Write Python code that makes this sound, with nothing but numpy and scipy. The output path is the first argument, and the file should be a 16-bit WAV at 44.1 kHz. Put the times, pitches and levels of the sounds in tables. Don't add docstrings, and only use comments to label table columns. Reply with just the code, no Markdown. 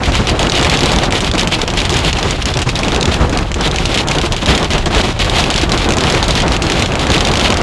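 import sys
import numpy as np
from scipy import signal
from scipy.fft import rfft, irfft
from scipy.io import wavfile
from scipy.ndimage import uniform_filter1d

SR = 44100
rng = np.random.default_rng(int(sys.argv[2]) if len(sys.argv) > 2 else 0)


def store_wav(level_fs):
    pcm = np.round(np.clip(np.atleast_2d(level_fs), -1, 1) * 32767)
    wavfile.write(sys.argv[1], SR, pcm.T.astype(np.int16))


def linear_from_db(decibels):
    return 10 ** (np.asarray(decibels, float) / 20)


N = 336042

# start in seconds, peak in dB, ring in Hz.
GLASS_STONES = [(0.1198, -4.5, 3390), (0.208, -17, 3600), (0.2703, -3.5, 3030), (0.6968, 11, 3410),
                (1.3136, -2.5, 3500), (1.6776, -3.5, 2980), (1.7365, -6.5, 2450), (1.7719, -3, 2900),
                (1.894, -4, 3430), (2.1287, -3.5, 2720), (2.4553, 0, 3160), (2.5386, -7, 3520),
                (2.571, 0, 2700), (2.7548, -3.5, 3780), (3.3732, -2.5, 2860), (3.5162, -6, 3030),
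                (3.9746, 1, 2920), (4.1846, 1.5, 3640), (4.3641, -3.5, 2900), (4.4592, -3, 3850),
                (4.5493, 0, 3230), (4.7044, -6.5, 2900), (4.8578, -5, 3240), (5.1908, -9, 3880),
                (5.245, -7, 3170), (5.5025, -0.5, 2980), (5.7188, 3, 4030), (6.2272, 5, 3580),
                (6.3525, 3, 2660), (6.462, -22, 2770)]
# start in seconds, peak in dB, ring in Hz.
GLASS_SNAPS = [(0.393, 3, 2900), (0.9177, 2, 3940), (1.1075, -2, 2800), (1.2054, 4, 3340),
               (1.3798, 0.5, 2700), (1.4733, 3, 2630), (1.702, -6, 3120), (1.9033, 4, 3810),
               (2.59, 1, 3250), (2.6176, 3, 2880), (2.7906, 3, 3000), (3.2952, -4, 3330),
               (3.5426, 0.5, 2870), (3.9431, 6, 2720), (4.0738, 0, 3200), (4.2146, 5, 3110),
               (4.322, 2, 3290), (4.7805, 0, 2730), (5.384, -5, 2860), (5.614, 8, 2820),
               (5.6937, -1.5, 2850), (5.7761, 3, 3800), (5.889, 3, 3480), (5.9692, 3, 2530),
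               (6.2402, 1, 3740), (6.2816, 6, 4120), (6.6214, 6, 3030), (6.795, 3, 3580), (6.993, 0, 3550),
               (7.315, 0, 3770)]
# start in seconds, length in seconds, depth in dB.
GLASS_LULLS = [(0.035, 0.076, -5.5), (0.086, 0.031, -30), (0.197, 0.085, -9), (1.281, 0.056, -23),
               (1.486, 0.03, -15), (1.552, 0.056, -8), (1.639, 0.036, -23), (1.863, 0.032, -8),
               (2.096, 0.055, -10), (2.36, 0.059, -8.0), (2.428, 0.038, -17), (2.516, 0.038, -15),
               (2.628, 0.062, -18), (2.702, 0.051, -17), (3.079, 0.038, -25), (3.254, 0.068, -11.0),
               (3.315, 0.038, -16), (3.424, 0.16, -19), (4.016, 0.045, -12), (4.271, 0.043, -18),
               (4.338, 0.035, -10), (4.368, 0.049, -17), (4.66, 0.046, -20), (4.786, 0.12, -15),
               (4.864, 0.037, -27), (5.014, 0.022, -20), (5.127, 0.069, -23), (5.654, 0.044, -6),
               (5.79, 0.056, -4.5), (6.569, 0.068, -9.5)]
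# frequency in Hz, gain in dB.
TICK_COLOUR = [(300, -1.5), (1200, 8), (2000, 7.5), (3000, 15.5), (4000, 11.5), (6000, -2.5), (9000, -13.5),
               (12500, -12)]
# frequency in Hz, gain in dB.
DROP_COLOUR = [(500, -40), (2000, 1.5), (3500, 1.5), (6000, -9.5), (9000, -8.5), (12000, -3)]
# start in seconds, peak in dB, ring in Hz.
ROOF_THUDS = [(0.093, -14, 318), (0.197, -23, 410), (0.911, -8, 611), (1.031, -3, 740), (1.344, -6.5, 298),
              (1.586, -6.5, 323), (1.931, -17, 393), (2.183, -7, 790), (2.252, -10, 369), (2.467, -13, 304),
              (3.074, -8, 363), (3.324, -4.5, 298), (3.943, -16, 355), (4.366, -19, 350), (4.485, -19, 378),
              (4.648, -21, 328), (4.862, -8, 358), (4.963, -7.5, 430), (5.191, -20, 366),
              (5.246, -13.5, 358), (5.387, -5.5, 715), (5.631, -5, 310), (5.734, -8, 705), (6.136, -5, 434),
              (6.718, -9.5, 348), (7.154, -9, 313), (7.278, -7.5, 375), (7.577, -9, 685)]
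# frequency in Hz, gain in dB.
DRUM_COLOUR = [(60, -19), (150, -0.5), (270, -4), (370, -5), (750, -7.5), (1300, -12), (2500, -22.5),
               (6000, -66.5)]
# frequency in Hz, width in Hz, lift in dB.
PANEL_MODES = [(354, 13.3, -3), (745, 49, -11)]
# start in seconds, peak in dB, ring in Hz.
SHELL_BOOMS = [(0.073, 0, 75), (0.189, 4, 104), (0.309, -14, 59.2), (0.43, -6, 51.1), (0.737, -7, 78.1),
               (0.918, -10, 64.6), (1.278, -10.5, 60.6), (2.045, -9, 51.1), (2.239, -6, 95),
               (2.659, -3.5, 119), (2.909, -10, 58), (3.073, -2.5, 81.6), (3.2, 0, 57.6), (3.26, -10, 67.3),
               (3.327, -9, 64.6), (3.551, -6.5, 79), (3.899, -19.5, 88), (4.302, -11, 78.1),
               (4.473, 0, 70.0), (4.732, -4, 51.5), (4.855, -2.5, 152), (4.949, -3, 51.1),
               (5.453, -15.5, 74.6), (6.038, -4, 75.5), (6.141, -3.5, 117), (6.488, -4, 51),
               (6.778, -6, 51.1), (7.085, 1, 67.5), (7.149, -6, 125)]
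# frequency in Hz, gain in dB.
RUMBLE_COLOUR = [(15, -42), (26, -4.5), (42, -2.5), (90, -5), (160, -13.5), (400, -49)]
# time in seconds, strength on the glass in dB, strength on the roof in dB.
DOWNPOUR = [(0, -20, -16.5), (.55, -13.5, -15.5), (1.0, -15.5, -15), (1.3, -16, -18), (1.75, -17, -17.5),
            (2.2, -16, -18.5), (2.6, -17.5, -20), (3.0, -17.5, -16.5), (3.45, -18, -17), (3.8, -17, -17),
            (4.1, -15, -15.5), (4.35, -15, -17), (5.0, -15.5, -14.5), (5.6, -15.5, -17),
            (6.1, -14.5, -14.5), (6.45, -15.5, -16), (6.9, -15, -17.5), (7.62, -15, -14)]
# frequency in Hz, gain in dB.
MIC_RESPONSE = [(20, 0.5), (7000, -1), (9500, -11.5), (11500, -20)]


def windshield(pour_db):
    lull_db = lulls()
    strength_db = 0.23 * (pour_db + 13.5) + 5.1 * lull_db
    big_s = np.sort(np.r_[np.transpose(GLASS_STONES)[0], np.transpose(GLASS_SNAPS)[0]])
    impacts = glass_cracks(strength_db, big_s) + glass_snaps(strength_db, big_s)
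    return impacts + glass_patter(pour_db, lull_db, big_s)


def glass_cracks(strength_db, big_s):
    ordinary = hail(29, 0.5 + strength_db, 3177, big_s)
    s, db, hz = np.hstack([np.transpose(GLASS_STONES), ordinary])
    edge_db = -8 + 4 * rng.standard_normal(len(s))
    return blows(s, np.minimum(db + 3.0, 2.5), hz, edge_db, q=1.2, rough=3.0,
                 swell_s=0.00075, tail_db=-4, t60_s=0.09, size=4096)


def glass_snaps(strength_db, big_s):
    chips = hail(30, -11 + strength_db, 5610, big_s)
    s, db, hz = np.hstack([np.transpose(GLASS_SNAPS), chips])
    return blows(s, np.minimum(db + 0.5, 3), hz, np.full(len(s), 6.5), q=0.67, rough=0.91,
                 swell_s=0.00021, tail_db=-9, t60_s=0.1, size=2048)


def glass_patter(pour_db, lull_db, big_s):
    ticks = shower(220, spread_db=2.8, contact_s=0.0013, tail_db=-8, t60_s=0.07)
    drops = shower(2500, spread_db=-4, contact_s=0.00075, tail_db=-18, t60_s=0.045)
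    patter = level(colour(ticks, TICK_COLOUR), -9) + level(colour(drops, DROP_COLOUR), -3.5)
    t = np.arange(N) / SR
    until_s = np.r_[big_s, 99][np.searchsorted(big_s, t)] - t
    hush_db = -6.5 * np.exp(-(until_s / 0.016) ** 2)
    gust_db = 4.8 * walk(25)
    return linear_from_db(pour_db + 0.39 * lull_db + hush_db + gust_db) * patter


def hail(per_s, size_db, hz, big_s):
    before_s, after_s = 0.028, 0.0079
    size_spread_db, pitch_spread = 4, 0.537
    chance = rng.random((230, 3))
    s = np.cumsum(0.4 - 0.6 * np.log(1 - chance[:, 0])) / per_s
    falls = s < N / SR
    s = s % (N / SR)
    ahead_s = big_s - s[:, None]
    near = np.where(ahead_s > 0, ahead_s / before_s, -ahead_s / after_s).min(axis=1)
    db = size_db[(s * SR).astype(int)] + size_spread_db * np.log(chance[:, 1])
    db = db - 30 * np.exp(-near ** 4)
    return s, np.where(falls, db, -99), hz * (1 + pitch_spread * (chance[:, 2] - 0.5))


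def lulls():
    t = np.arange(N) / SR
    depth_db = np.zeros(N)
    for s, length_s, db in GLASS_LULLS:
        corners_s = [s, s + 0.15 * length_s, s + length_s - 0.004, s + length_s]
        depth_db += db * np.interp(t, corners_s, [0, 1, 1, 0])
    return depth_db


def roof(pour_db):
    s, db, hz = np.transpose(ROOF_THUDS)
    thuds = blows(s, np.minimum(db + 1.5, 1.5), hz, np.full(len(s), -5.5), q=0.79, rough=2.8,
                  swell_s=0.0043, tail_db=0, t60_s=0.11, size=8192)
    patter = shower(300, spread_db=3.0, contact_s=0.0073, tail_db=3.5, t60_s=0.14)
    skin = colour(patter, DRUM_COLOUR)
    drum = skin.copy()
    for mode_hz, width_hz, lift_db in PANEL_MODES:
        b, a = signal.iirpeak(mode_hz, mode_hz / width_hz, SR)
        drum += linear_from_db(lift_db) * signal.lfilter(b, a, skin)
    return thuds + linear_from_db(pour_db + 0.38 * lulls()) * level(drum, 0.5)


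def shell(pour_db):
    s, db, hz = np.transpose(SHELL_BOOMS)
    booms = blows(s, np.minimum(db, 0), hz, np.full(len(s), -5.5), q=0.92, rough=7.5,
                  swell_s=0.012, tail_db=10, t60_s=0.1, size=16384)
    swell_db = 0.087 * pour_db + 1.33 * walk(9.9)
    rumble = colour(rng.standard_normal(N), RUMBLE_COLOUR) * linear_from_db(swell_db)
    return booms + level(rumble, -18.5)


def blows(s, peak_db, hz, edge_db, q, rough, swell_s, tail_db, t60_s, size):
    t = np.arange(size) / SR
    noise = rng.standard_normal((len(s), 2, size))
    late = np.maximum(t - rng.uniform(0.0022, 0.00595, (len(s), 1)), 0) / swell_s
    splinters = rng.uniform(0, 0.63, (len(s), 1)) * late * np.exp(1 - late)
    press = t / swell_s * np.exp(1 - t / swell_s) + splinters
    contact = press * (np.sin(2 * np.pi * hz[:, None] * t) + rough * noise[:, 0])
    tail = linear_from_db(tail_db - 60 * t / t60_s) * (1 - np.exp(-t / swell_s)) * noise[:, 1]
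    shudder = contact + tail
    crack = contact + 0.64 * tail * np.exp(-t / 0.017)
    ratio = (np.arange(size // 2 + 1) * SR / size + 1) / hz[:, None]
    ring = 1 / (1 + 1j * q * (ratio - 1 / ratio))
    edge = (1j * ratio / (1 + 1j * ratio)) ** 2 / (1 + 1j * ratio / 3)
    sound = irfft(rfft(shudder) * ring + rfft(crack) * linear_from_db(edge_db)[:, None] * edge, size)
    sound *= (linear_from_db(peak_db) / np.abs(sound).max(axis=1))[:, None]
    out = np.zeros(N + size)
    np.add.at(out, (s * SR).astype(int)[:, None] + np.arange(size), sound)
    return out[:N]


def shower(per_s, spread_db, contact_s, tail_db, t60_s):
    size = np.minimum(rng.exponential(size=N), 3)
    hits = (rng.random(N) < per_s / SR) * linear_from_db(2 * spread_db * size)
    t = np.arange(SR // 8) / SR
    decay = np.exp(-2 * t / contact_s) + linear_from_db(2 * (tail_db - 60 * t / t60_s))
    power = np.abs(signal.fftconvolve(hits, decay)[:N])
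    return np.sqrt(power) * rng.standard_normal(N)


def walk(rate_hz):
    hold = int(SR / rate_hz)
    steps = np.repeat(rng.standard_normal(N // hold + 1), hold)
    return uniform_filter1d(steps, hold)[:N]


def level(x, db):
    return x * linear_from_db(db) / np.sqrt(np.mean(x ** 2))


def colour(x, points):
    hz, db = np.transpose(points)
    size = 8192
    bin_hz = np.arange(size // 2 + 1) * SR / size + 1
    log_gain = np.interp(np.log(bin_hz), np.log(hz), db) * np.log(10) / 20
    cepstrum = irfft(log_gain)
    cepstrum[1:size // 2] *= 2
    cepstrum[size // 2 + 1:] = 0
    return signal.fftconvolve(x, irfft(np.exp(rfft(cepstrum))))[:len(x)]


def scene():
    s, glass, panel = np.transpose(DOWNPOUR)
    t = np.arange(N) / SR
    glass_db, roof_db = np.interp(t, s, glass), np.interp(t, s, panel)
    return (windshield(glass_db) + roof(roof_db) + shell(roof_db))[None]


def band_limit(x):
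    return signal.sosfilt(signal.butter(12, 12320, fs=SR, output="sos"), x)


def record(dry):
    heard = colour(dry[0], MIC_RESPONSE)[None]
    rounded = heard / (1 + np.abs(heard / 0.85) ** 6) ** (1 / 6)
    lowpass = signal.ellip(8, 0.3, 60, 11600, fs=SR, output="sos")
    return band_limit(signal.sosfilt(lowpass, rounded))


dry = scene()
out = record(dry)
store_wav(out)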